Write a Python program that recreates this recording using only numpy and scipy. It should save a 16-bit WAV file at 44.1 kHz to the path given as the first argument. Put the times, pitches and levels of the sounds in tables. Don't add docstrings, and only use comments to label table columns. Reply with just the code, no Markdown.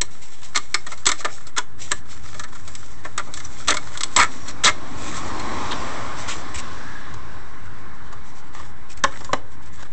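import sys
import numpy as np
from scipy import signal
from scipy.fft import rfft, irfft, next_fast_len
from scipy.io import wavfile
from scipy.ndimage import uniform_filter1d, map_coordinates

SR = 44100
rng = np.random.default_rng(int(sys.argv[2]) if len(sys.argv) > 2 else 0)


def generate_wav(signal):
    frames = np.transpose(np.atleast_2d(signal))
    scaled = np.clip(frames, -1, 1) * 32767
    pcm = np.round(scaled).astype(np.int16)
    wavfile.write(sys.argv[1], SR, pcm)


N = 437472

# start_s, level_db, body_db, edge_db, ring_hz
CONTACTS = [(0.013, -6.5, -19, -0.5, 2170), (.558, -5, -29, -3, 2147), (.573, -9, -22, -3, 1190),
            (.743, -2.5, -25, -3, 2133), (0.865, -19, -11, -5.5, 1870), (.917, -18.5, -12, -5.5, 1323),
            (0.974, -31.5, -22, -1.5, 1290), (1.055, -13, -29, -1, 1260), (1.065, 7, -35, 0.5, 1174),
            (1.089, -5, -20, -2.5, 1300), (1.116, -7.5, -25, -2, 1200), (1.204, -22, -16, -4.5, 1160),
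            (1.246, -9, -7, -11, 1750), (1.251, -11.5, -15, -10, 1278), (1.468, -27, -11, -2.5, 1300),
            (1.563, -17, -25, -7.5, 1353), (1.58, -5, -16.5, -2.5, 1465), (1.916, -4.5, -19, -2.5, 1710),
            (2.342, -25, -6.5, -5.5, 1750), (2.394, -17.5, -13, -4, 1720), (2.435, -21, -16, -5.5, 1310),
            (2.549, -27, -30, -6, 1410), (2.676, -25, -11, -2, 1300), (2.751, -23.5, -32, 0, 1270),
            (3.049, -17.5, -5.5, -15.5, 1100), (3.177, -10, -27, -4, 1374), (3.193, -15, -12.5, -13, 1390),
            (3.27, -24, -2, -17, 1220), (3.338, -20.5, -27, -0.5, 1410), (3.371, -21.5, -18, -3, 1740),
            (3.399, -25, -35, -4, 2100), (3.446, -30.5, -17, -4, 1110), (3.683, -1.5, -20, -2, 1190),
            (3.705, -4.5, -12, 0, 1320), (3.741, -12.5, -8.5, -5.5, 1020), (3.768, -11.5, -21, -4, 2200),
            (3.948, -24, -24, -13, 1460), (3.973, -21, -16, 2.5, 1160), (4.007, -13, -24, -1.5, 1210),
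            (4.033, -10, -24, 1, 1100), (4.163, 5.5, -20, -2, 1037), (4.187, -3, -22, -12, 1110),
            (4.198, 4, -34, -7, 1184), (4.212, -3, -20, -7.5, 2240), (4.226, -9, -24, -17, 1274),
            (4.483, -23.5, -25, 0.5, 1480), (4.646, -1, -14, 5, 1220), (4.669, -12, -28, 0, 1400),
            (4.678, -4.5, -16, -18, 1210), (5.395, -20.5, -24, -5, 1010), (5.716, -17, -20, -11, 975),
            (7.139, -31.5, -23, -2, 904), (8.124, -26.5, -11, -10.5, 1180), (9.038, 0, -22, -6.5, 1742),
            (9.043, -3, -9, -24, 1093), (9.204, -24, -3.5, -12, 1007), (9.245, -25, -11, -3, 1710),
            (9.331, -2, -4.5, -15, 1023)]
# start_s, length_s, level_db, edge_start_db, edge_end_db
DRAGS = [(0.546, 0.033, -28, -4, 4), (1.278, 0.037, -45, -26, -28), (1.57, .022, -31, 2, -24),
         (1.905, 0.02, -40, -5, -9), (3.034, 0.022, -50, 3, -10), (3.67, 0.063, -22.5, 1.5, -14),
         (4.165, 0.088, -19, -0.5, -11), (4.456, 0.06, -39.5, -5, -2), (4.635, 0.07, -14, 6.5, -8.5),
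         (6.278, 0.055, -34.5, 7, 5), (8.532, 0.11, -45, -30, -24), (9.13, 0.041, -45.5, -17, -23),
         (9.772, 0.067, -48, -13, -1)]
# start_s, pitch_hz, level_db, deep_db
SNAPS = [(4.176, 977, -12, -27.5), (4.19, 943, -10, -14), (4.232, 1308, -13, -26), (4.66, 980, -12, -12),
         (9.039, 1009, -18, 1), (9.293, 1006, -24, -11), (9.332, 1025, -17, -3)]
# pitch_ratio, level_db
SNAP_DEEP_MODES = [(.26, -3), (.54, -1)]
# start_s, length_s, start_hz, end_hz, width_hz, level_db
EDGE_SQUEAKS = [(3.447, 0.011, 6000, 5900, 300, -32), (4.184, .045, 2720, 2048, 354, -15.5),
                (4.32, 0.27, 5800, 5500, 160, -50.5), (4.643, 0.0365, 4100, 3404, 600, -12.5),
                (5.707, 0.0317, 3750, 3280, 1290, -26.5), (6.267, 0.094, 3130, 2585, 1500, -34.5)]
# start_s, peak_db
FINGER_TAPS = [(2.09, -36), (2.23, -47), (3.885, -35), (4.057, -30), (8.55, -24), (8.599, -29),
               (9.111, -32), (9.173, -28), (9.83, -26), (9.867, -36)]
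# pitch_hz, width_hz, level_db
STRONG_MODES = [(288, 110, -16), (623, 26, -3), (1006, 40, 1), (1216, 38, 6), (1776, 130, 0.5),
                (2153, 38, -3.5), (3380, 72, -6.5), (4120, 150, -32), (4266, 90, -2.5), (5240, 200, -9),
                (5990, 380, -8.5), (6100, 160, -18), (6900, 40, -18), (7300, 250, -5.5), (7850, 100, -2)]
# pitch_hz, level_db
WEAK_MODES = [(60, -38.5), (180, -23.5), (300, -10), (480, -13), (800, -12), (1050, -10), (1350, 6),
              (1600, -6.5), (2100, -0.5), (2750, -13), (3800, -3.5), (4900, -13), (6500, -7), (8200, -12.5)]
# time_s, pitch_ratio
SLACKENING = [(4.7, 0.99), (8.0, 0.891)]

# start_s, length_s, level_db
HAND_STROKES = [(0, 0.68, -50.5), (0.21, 0.091, -39.5), (0.414, 0.057, -35.5), (0.484, 0.83, -50),
                (1.103, 0.43, -44.5), (1.781, 0.25, -42), (2.026, 0.55, -44), (2.46, 0.6, -48.5),
                (3.006, 0.49, -54), (3.283, 0.48, -48), (3.515, 1, -43), (4.204, 0.45, -50),
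                (4.97, 0.35, -34), (5.02, 0.042, -37), (6.15, 0.29, -35.5), (6.276, .095, -30.5),
                (6.541, 0.047, -32.5), (6.573, 0.046, -28), (7.139, 0.005, -41), (8.23, 0.23, -50.5),
                (8.523, 0.2, -48.5), (8.892, 0.052, -37.5), (8.963, 0.043, -41.5), (9.053, .34, -48),
                (9.5, 0.05, -53), (9.616, 0.084, -47.5), (9.718, .18, -49)]
# pitch_hz, level_db (per Hz)
CLOTH_COLOUR = [(300, -18), (600, 1.5), (800, -1), (1300, -25), (1900, -4), (2700, -5.5), (3600, -4),
                (4800, -6.5), (7600, -3.5), (8500, -7.5)]
# pitch_hz, level_db (per Hz)
SLEEVE_COLOUR = [(400, -16), (1500, -1.5), (2400, 1.5), (4500, -3.5), (7800, -2.0)]
# start_s, level_db
CASE_BUMPS = [(1.068, -25.5), (4.166, -23), (6.56, -28), (9.04, -34)]
# pitch_hz, level_db (per Hz)
THUD_COLOUR = [(20, -6), (70, 3.0), (200, -25), (600, -51), (2000, -100)]

# pitch_hz, level_db (per Hz)
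ENGINE_COLOUR = [(30, -16), (70, -5.5), (125, -6.5), (170, -8), (260, 1), (330, -3.5), (450, -16.5),
                 (800, -45.5)]
ROAR_COLOUR = [(210, -34.5), (350, -5.5), (630, -5), (850, -3), (1100, 0.5), (1500, -7), (1930, -10.5),
               (2730, -19), (3170, -17), (5050, -22), (7640, -25), (8500, -27), (11000, -58.5),
               (18700, -120)]
ROAD_COLOUR = [(210, -30), (350, -3), (509, -8.5), (647, -8.5), (879, -1.5), (1350, -3), (1690, -0.5),
               (2420, -18.5), (3870, -20.5), (7640, -38), (8500, -34), (11000, -73), (18700, -120)]
HISS_COLOUR = [(1500, -24.5), (2700, 1.5), (4800, -2.5), (7600, -9.5), (8500, -10)]
SONG_COLOUR = [(1000, -37), (1450, -6), (1680, 5), (1900, -8), (2400, -31), (3000, -25), (3800, -17.5),
               (4800, -39)]
# pitch_hz, level_db (per Hz)
DRONE_COLOUR = [(18, -34.5), (30, 7), (33, -4.5), (64, 2), (103, 0.5), (238, -12), (390, -18), (500, -26.5),
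                (650, -55.5), (1100, -120)]
# time_s, level_db
DRONE_COURSE = [(0.15, -50.5), (1.12, -52), (2.16, -46.5), (4.42, -44.5), (5.12, -39.5), (6.44, -42.5),
                (8.53, -46.5), (9.8, -45.5)]
# pitch_hz, t60_s
GAP_DECAY = [(200, 0.7), (1200, 0.2), (4000, 0.2), (8000, 0.16)]
# pitch_hz, width_hz, gain_db
GAP_RESONANCES = [(284, 110, 3), (623, 33, 1.5), (830, 19, 1.5), (1065, 37, 7), (1230, 44, 2.5),
                  (1620, 150, -2), (2230, 570, 4.5), (3440, 180, 2), (3940, 1100, 3), (5730, 1000, 6),
                  (7500, 780, 6.5)]

CONTACT_T60, TIGHTEN_PER_DB, SLACK_POWER = 0.052, 0.0156, 3.0
GRAZE_PER_DB, FLAT_EDGE_DB = 0.12, -7
BELLY_HZ, BELLY_SCATTER, BELLY_DB, BELLY_T60 = 347, 0.13, -25.5, 0.15
STROKE_RISE, STROKE_FALL, BRISK_S = 0.12, 0.43, 0.14
GRIP_DB = -60.5
CAR_DISTANCE_M, CAR_SPEED_M_PER_S = 6.86, 12.54
TOP_HZ = 8350


def clanks(level_db=-8, clang_db=-1, ring_db=-4, ring_t60=0.047, body_slow=1.48, edge_fast=0.54, attack_s=0.00076):
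    out, t = np.zeros(N), np.arange(SR // 5) / SR
    for start, db, body_db, edge_db, ring_hz in CONTACTS:
        flatness = np.clip(edge_db / FLAT_EDGE_DB, 0, 1)
        onset = 1 - np.exp(-t / (attack_s * np.exp(-GRAZE_PER_DB * db * flatness)))

        def tone(pitch, t60):
            return punch(np.sin(2 * np.pi * pitch * t) * amp(-60 * t / t60) * onset)

        chatter = rng.standard_normal(len(t)) * onset
        tension = tension_at(start)
        contact_t60 = CONTACT_T60 * np.exp(-TIGHTEN_PER_DB * db) * tension ** SLACK_POWER

        def answer(band, t60):
            return punch(bands(sheet(chatter * amp(-60 * t / t60), tension))[band])

        low = answer(0, contact_t60 * body_slow)
        mid = answer(1, contact_t60)
        high = answer(2, contact_t60 * edge_fast)
        share = np.sqrt(np.clip(1 - amp(2 * body_db) - amp(2 * edge_db), .12, 1))
        clang = share * punch(mid + amp(ring_db) * tone(ring_hz, ring_t60))
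        belly_hz = BELLY_HZ * tension * np.exp(BELLY_SCATTER * rng.standard_normal())
        belly = amp(BELLY_DB) * tone(belly_hz, BELLY_T60)
        blow = belly + amp(body_db) * low + amp(clang_db) * clang + amp(edge_db) * high
        add(out, start, amp(db + level_db) * blow)
    return out


def scrapes(slip_rate=330, slip_t60=0.016, body_db=-1, tail_s=0.024, slip_db=4):
    out = np.zeros(N)
    for start, length, db, edge_from, edge_to in DRAGS:
        t = np.arange(int((length + tail_s) * SR)) / SR
        slips = np.cumsum(rng.uniform(.4, 1.6, size=80)) / slip_rate
        age = t - slips[:, None]
        sizes = amp(slip_db * rng.standard_normal((len(slips), 1)))
        grip = np.sum(sizes * (age > 0) * amp(-60 * abs(age) / slip_t60), axis=0)
        progress = np.minimum(t / length, 1)
        stroke = np.sqrt(abs(np.sin(np.pi * progress)))
        force = grip * stroke * rng.standard_normal(len(t))
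        low, mid, high = bands(sheet(force, tension_at(start)))
        edge = amp(edge_from + (edge_to - edge_from) * progress)
        drag = amp(body_db) * low + mid + edge * high
        add(out, start, amp(db) * unit(drag) * np.sqrt(len(t) / (length * SR)))
    return out


def buckles(level_db=1, t60=0.084, attack_s=0.00022, sag=0.051, settle_s=0.016):
    out, t = np.zeros(N), np.arange(SR // 4) / SR
    for start, hz, db, deep_db in SNAPS:
        phase = 2 * np.pi * np.cumsum(hz * (1 + sag * np.exp(-t / settle_s))) / SR
        ring = np.sin(phase)
        for ratio, mode_db in SNAP_DEEP_MODES:
            ring = ring + amp(deep_db + mode_db) * np.sin(ratio * phase)
        onset = 1 - np.exp(-t / attack_s)
        add(out, start, amp(db + level_db - 60 * t / t60) * onset * ring)
    return out


def squeaks():
    out = np.zeros(N)
    for start, length, hz_from, hz_to, width, db in EDGE_SQUEAKS:
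        n = int(length * SR)
        unsteady = unit(filtered(rng.standard_normal(n), lambda f: 1 / (1 + (2 * f / width) ** 2)))
        tone = np.sqrt(2) * np.sin(2 * np.pi * np.cumsum(np.linspace(hz_from, hz_to, n)) / SR)
        add(out, start, amp(db) * np.sqrt(np.hanning(n)) * unsteady * tone)
    return out


def taps(soft_hz=500, contact_t60=0.015):
    out, t = np.zeros(N), np.arange(SR // 10) / SR
    for start, db in FINGER_TAPS:
        burst = rng.standard_normal(len(t)) * amp(-60 * t / contact_t60)
        tock = sheet(softened(burst, soft_hz), tension_at(start))
        add(out, start, amp(db) * tock / np.max(abs(tock)))
    return out


def rattle(rate=60, level_db=-7, spread_db=4, soft_hz=1500, chatter_s=0.0046):
    sizes = amp(spread_db * np.clip(rng.standard_normal(N), -2, 2))
    hits = (rng.random(N) < rate / SR) * sizes
    touches = signal.lfilter([1], [1, -np.exp(-1 / (chatter_s * SR))], hits)
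    force = softened(touches * rng.standard_normal(N), soft_hz)
    soft, _ = rubbing()
    return amp(level_db) * soft * unit(sheet(force))


def sheet(force, tension=1, scatter_db=4.0, hand_loss=0.007, slack_loss=0.37):
    changes_db = scatter_db * rng.standard_normal(len(STRONG_MODES))
    loss = hand_loss + slack_loss * max(1 - tension, 0)

    def gain(f):
        power = amp(2 * along(WEAK_MODES, f))
        for (hz, width, db), change in zip(STRONG_MODES, changes_db):
            power = power + abs(amp(db + change) * resonance(f, hz, width + loss * hz)) ** 2
        return np.sqrt(power)

    return filtered(force, lambda f: causal(gain(f / tension)))


def tension_at(s, flex=0.013):
    return np.interp(s, *np.transpose(SLACKENING)) * (1 + flex * rng.standard_normal())


def bands(x):
    cuts = [(700, 'low'), ([800, 2600], 'band'), (2900, 'high')]
    return [signal.sosfilt(signal.butter(3, hz, kind, fs=SR, output='sos'), x) for hz, kind in cuts]


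def underbody(x):
    hz, t, z = signal.stft(rng.standard_normal(SR // 2), SR, nperseg=256)
    decay = amp(-60 * t / along(GAP_DECAY, hz)[:, None])
    tail = signal.istft(z * decay, SR, nperseg=256)[1]
    delay = np.zeros(SR // 200)
    return signal.fftconvolve(x, np.r_[delay, tail / np.linalg.norm(tail)])[:N]


def rustle(level_db=-1.0, brush_db=-1, grain_db=1.5, flutter_db=3.5, crinkle_db=3.0):
    rub, brush = rubbing()
    grains = unit(amp(grain_db * wobble(500) + flutter_db * wobble(35)))
    crinkle = unit(amp(crinkle_db * wobble(200)))
    cloth = amp(level_db) * rub * noise(CLOTH_COLOUR)
    sleeve = amp(brush_db) * brush * crinkle * noise(SLEEVE_COLOUR)
    return grains * (cloth + sleeve)


def rubbing():
    t = np.arange(N) / SR
    soft, coarse = np.full(N, amp(GRIP_DB)), np.zeros(N)
    for start, length, db in HAND_STROKES:
        progress = t[:int(length * SR)] / length
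        speed = np.clip(np.minimum(progress / STROKE_RISE, (1 - progress) / STROKE_FALL), 0, 1)
        brisk = 1 / (1 + (length / BRISK_S) ** 4)
        add(soft, start, amp(db) * np.sqrt(1 - brisk) * speed)
        add(coarse, start, amp(db) * np.sqrt(brisk) * speed)
    return soft, coarse


def bumps(t60=0.13, attack_s=0.0035):
    push, t = np.zeros(N), np.arange(SR // 3) / SR
    for start, db in CASE_BUMPS:
        add(push, start, amp(db - 60 * t / t60) * (1 - np.exp(-t / attack_s)))
    return push * noise(THUD_COLOUR)


def traffic(tyre_waver_db=.5, engine_waver_db=0.33, drone_db=4.0):
    course_s, course_db = np.transpose(DRONE_COURSE)
    drone_level = np.interp(np.arange(N) / SR, course_s, course_db) + drone_db
    drone = amp(drone_level) * noise(DRONE_COLOUR, patchy_db=1.5)
    engine = passing(loudest_s=5.46, peak_db=-35.5, falloff=1.61) * noise(ENGINE_COLOUR, patchy_db=1.5)
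    roar = passing(loudest_s=5.69, peak_db=-29.5, falloff=1.72) * noise(ROAR_COLOUR, patchy_db=1.5)
    road = passing(loudest_s=6.68, peak_db=-40.0, falloff=0.56) * noise(ROAD_COLOUR)
    hiss = passing(loudest_s=6.7, peak_db=-49, falloff=3.7) * noise(HISS_COLOUR)
    song = passing(loudest_s=6.96, peak_db=-41.0, falloff=14) * noise(SONG_COLOUR)
    tyres = amp(tyre_waver_db * wobble(8)) * (roar + road + hiss + song)
    return tyres + amp(engine_waver_db * wobble(8)) * (engine + drone)


def passing(loudest_s, peak_db, falloff):
    distance = np.hypot(CAR_DISTANCE_M, CAR_SPEED_M_PER_S * (np.arange(N) / SR - loudest_s))
    return amp(peak_db) * (CAR_DISTANCE_M / distance) ** falloff


def hollow(x, loss_db=-2):
    def gain(f):
        lift_db = sum(db * abs(resonance(f, hz, width)) ** 2 for hz, width, db in GAP_RESONANCES)
        return amp(loss_db + lift_db)

    return filtered(x, gain)


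def noise(spectrum, patchy_db=2):
    z = signal.stft(rng.standard_normal(N), nperseg=1024)[2]
    field = uniform_filter1d(rng.standard_normal(z.shape), size=6, axis=0)
    field = uniform_filter1d(field, size=12, axis=1)
    patchy = signal.istft(z * amp(patchy_db * unit(field)), nperseg=1024)[1][:N]
    return unit(filtered(patchy, lambda hz: amp(along(spectrum, hz))))


def wobble(rate):
    return map_coordinates(rng.standard_normal(int(N * rate / SR) + 4), [np.arange(N) * rate / SR])


def resonance(f, hz, width):
    return 1j * f * width / (hz * hz - f * f + 1j * f * width)


def softened(x, soft_hz):
    return filtered(x, lambda f: 1 / (1 + 1j * f / soft_hz))


def causal(gain):
    cepstrum = irfft(np.log(np.maximum(gain, 1e-6)))
    half = len(cepstrum) // 2
    return np.exp(rfft(np.r_[cepstrum[0], 2 * cepstrum[1:half], np.zeros(half)]))


def filtered(x, response):
    m = next_fast_len(len(x) + SR // 10)
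    return irfft(rfft(x, m) * response(np.fft.rfftfreq(m, 1 / SR)), m)[:len(x)]


def along(points, hz):
    f, v = np.transpose(points)
    return np.interp(np.log(hz + 1), np.log(f + 1), v)


def amp(db):
    return 10 ** (np.asarray(db) / 20)


def unit(x):
    return x / np.sqrt(np.mean(x ** 2) + 1e-20)


def punch(x):
    return x / np.sqrt(np.sum(x ** 2) / (SR / 100) + 1e-20)


def add(track, s, sound):
    part = track[max(round(s * SR), 0):][:len(sound)]
    part += sound[:len(part)]


def scene(wet_db=-18):
    metal = clanks() + scrapes() + buckles() + squeaks() + taps() + rattle()
    shield = metal + amp(wet_db) * underbody(metal)
    background = hollow(rustle() + traffic())
    return (shield + background + bumps())[None]


def record(dry, ceiling=0.43):
    rounded = dry[0] / (1 + (dry[0] / ceiling) ** 4) ** .25
    narrow = filtered(rounded, lambda hz: 1 / np.sqrt(1 + (hz / TOP_HZ) ** 110))
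    return narrow[None] - .133


dry = scene()
out = record(dry)
generate_wav(out)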